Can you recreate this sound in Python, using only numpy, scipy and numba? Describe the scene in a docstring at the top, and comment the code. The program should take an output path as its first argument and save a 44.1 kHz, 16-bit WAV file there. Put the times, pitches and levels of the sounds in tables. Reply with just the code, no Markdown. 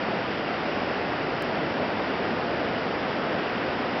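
"""A stream rushes steadily some way off, heard through a dull mono microphone.
Thousands of overlapping bubbles ring as fading, rising sines, over bands of noise:
the roar of churning foam and the hiss of spray.
The low roar swells a little, and one tiny sharp tick is heard."""
import sys
import numpy as np
from scipy import signal
from scipy.fft import rfft, irfft
from scipy.io import wavfile
from scipy.ndimage import uniform_filter1d
from numba import njit

SR = 44100
rng = np.random.default_rng(int(sys.argv[2]) if len(sys.argv) > 2 else 0)


def store_wav(level_fs):
    """Save 16-bit WAV to argv[1]."""
    pcm = np.round(np.clip(np.atleast_2d(level_fs), -1, 1) * 32767)
    wavfile.write(sys.argv[1], SR, pcm.T.astype(np.int16))


N = 176400

# colour of the rushing water: freq_hz, gain_db
WATER_COLOUR = [(15, -51), (25, -26.5), (38, -21.5), (76, -10.5), (155, -3), (228, -1), (300, 0),
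                (385, -1.5), (506, -1), (610, -2.5), (710, -2), (1050, -8), (1440, -7.5), (1660, -9.5),
                (1940, -10), (2380, -13.5), (2800, -14), (3400, -19.5), (4150, -25.5), (4800, -23),
                (5150, -24), (5450, -28), (5800, -36), (6150, -56)]
# slow swell of the low roar: time_s, gain_db
ROAR_SWELL = [(0, -1.3), (1.2, 0), (1.8, 0.2), (2.7, .5), (3.3, 0), (4, 0)]
# brief rises of the low roar: centre_s, rise_db
ROAR_RISES = [(.1, 3.5), (.51, 2.3), (1.6, 1), (1.82, 1.5), (2.25, 1.8), (3.355, 2)]

MIC_TOP_HZ, TICK_TOP_HZ = 6175, 15900


def undb(db):
    """Decibels to gain."""
    return 10 ** (np.asarray(db) / 20)


def level(x, rms_db):
    """Set the rms level."""
    return x * undb(rms_db) / np.sqrt(np.mean(x ** 2))


def walk(rate_hz):
    """Random steps, smoothed twice; spread near 1."""
    hold = max(int(SR / rate_hz), 1)
    steps = rng.standard_normal(512)[np.arange(N) // hold % 512]
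    return 1.3 * uniform_filter1d(uniform_filter1d(steps, hold), hold)


def colour(x, points):
    """Minimum-phase filter through (freq_hz, gain_db) points."""
    freq_hz, gain_db = np.array(points).T
    bin_hz = np.maximum(np.fft.rfftfreq(N, 1 / SR), 1)
    gain = undb(np.interp(np.log(bin_hz), np.log(freq_hz), gain_db))
    cepstrum = irfft(np.log(gain), N)
    cepstrum[1:N // 2] *= 2
    cepstrum[N // 2 + 1:] = 0
    return irfft(rfft(x) * np.exp(rfft(cepstrum)), N)


def lowpass(x, cutoff_hz):
    """Steep elliptic low-pass."""
    return signal.sosfilt(signal.ellip(10, .1, 80, cutoff_hz, fs=SR, output="sos"), x)


def foam(edges=18, surge_hz=3, surge_db=.25, flicker_hz=18, flicker_db=.33):
    """Churning foam and spray: noise bands, each surging slowly and flickering with quick splashes."""
    bin_hz = np.fft.rfftfreq(N, 1 / SR)
    band = np.searchsorted(np.geomspace(80, MIC_TOP_HZ, edges), bin_hz)
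    spectrum = rfft(rng.standard_normal(N))
    out = np.zeros(N)
    for k in range(edges + 1):
        gain_db = surge_db * walk(surge_hz) + flicker_db * walk(flicker_hz)
        out += irfft(spectrum * (band == k), N) * undb(gain_db)
    return level(colour(out, WATER_COLOUR), rms_db=-29.5)


@njit
def ring(start_frac, pitch_hz, strength, cycles, glide_frac):
    """Sum of sines, each gliding up as it fades to 1/300; tails wrap round."""
    out = np.zeros(N)
    for k in range(len(start_frac)):
        start = int(start_frac[k] * N)
        length = int(cycles[k] * SR / pitch_hz[k])
        fade = np.exp(-np.log(300) / length)
        amp, phase = strength[k], 0.
        for i in range(length):
            phase += 2 * np.pi * pitch_hz[k] * (1 + glide_frac * i / length) / SR
            out[(start + i) % N] += amp * np.sin(phase)
            amp *= fade
    return out


def bubbles(count=24000, low_hz=170, high_hz=5494, mean_cycles=21.6, glide_frac=.1, spread_db=2):
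    """Bubbles of all sizes ring at random moments; smaller ones ring higher and die sooner."""
    start_frac, smallness, strength_draw, length_draw = rng.random((count, 4)).T
    pitch_hz = (np.sqrt(low_hz) + smallness * (np.sqrt(high_hz) - np.sqrt(low_hz))) ** 2
    scatter_db = -spread_db * np.log(np.maximum(strength_draw, .01))
    strength = pitch_hz ** .75 * undb(scatter_db)  # even power per Hz before colouring
    cycles = mean_cycles * (.5 + length_draw)
    rings = ring(start_frac, pitch_hz, strength, cycles, glide_frac)
    return level(colour(rings, WATER_COLOUR), rms_db=-32)


def stream(t, roar_top_hz=900, rise_width_s=.03):
    """Foam plus bubbles; the low roar swells slowly, with brief rises."""
    water = foam() + bubbles()
    roar = signal.sosfiltfilt(signal.butter(2, roar_top_hz, fs=SR, output="sos"), water)
    swell_db = np.interp(t, *np.array(ROAR_SWELL).T)
    rises_db = sum(rise_db * np.exp(-((t - centre_s) / rise_width_s) ** 2)
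                   for centre_s, rise_db in ROAR_RISES)
    return water + roar * (undb(swell_db + rises_db) - 1)


def tick(start_s=1.4234, level_db=-20.5, decay_s=.0003):
    """Tiny sharp tick: a sudden step that dies at once."""
    age_s = np.arange(N) / SR - start_s
    return -undb(level_db) * (age_s >= 0) * np.exp(-np.maximum(age_s, 0) / decay_s)


def scene():
    """The stream, mono."""
    return stream(np.arange(N) / SR)[None]


def record(dry):
    """The microphone cuts the stream's treble; the tick, added after, reaches higher."""
    dull = lowpass(dry, MIC_TOP_HZ)
    return lowpass(dull + tick(), TICK_TOP_HZ)


dry = scene()
out = record(dry)
store_wav(out)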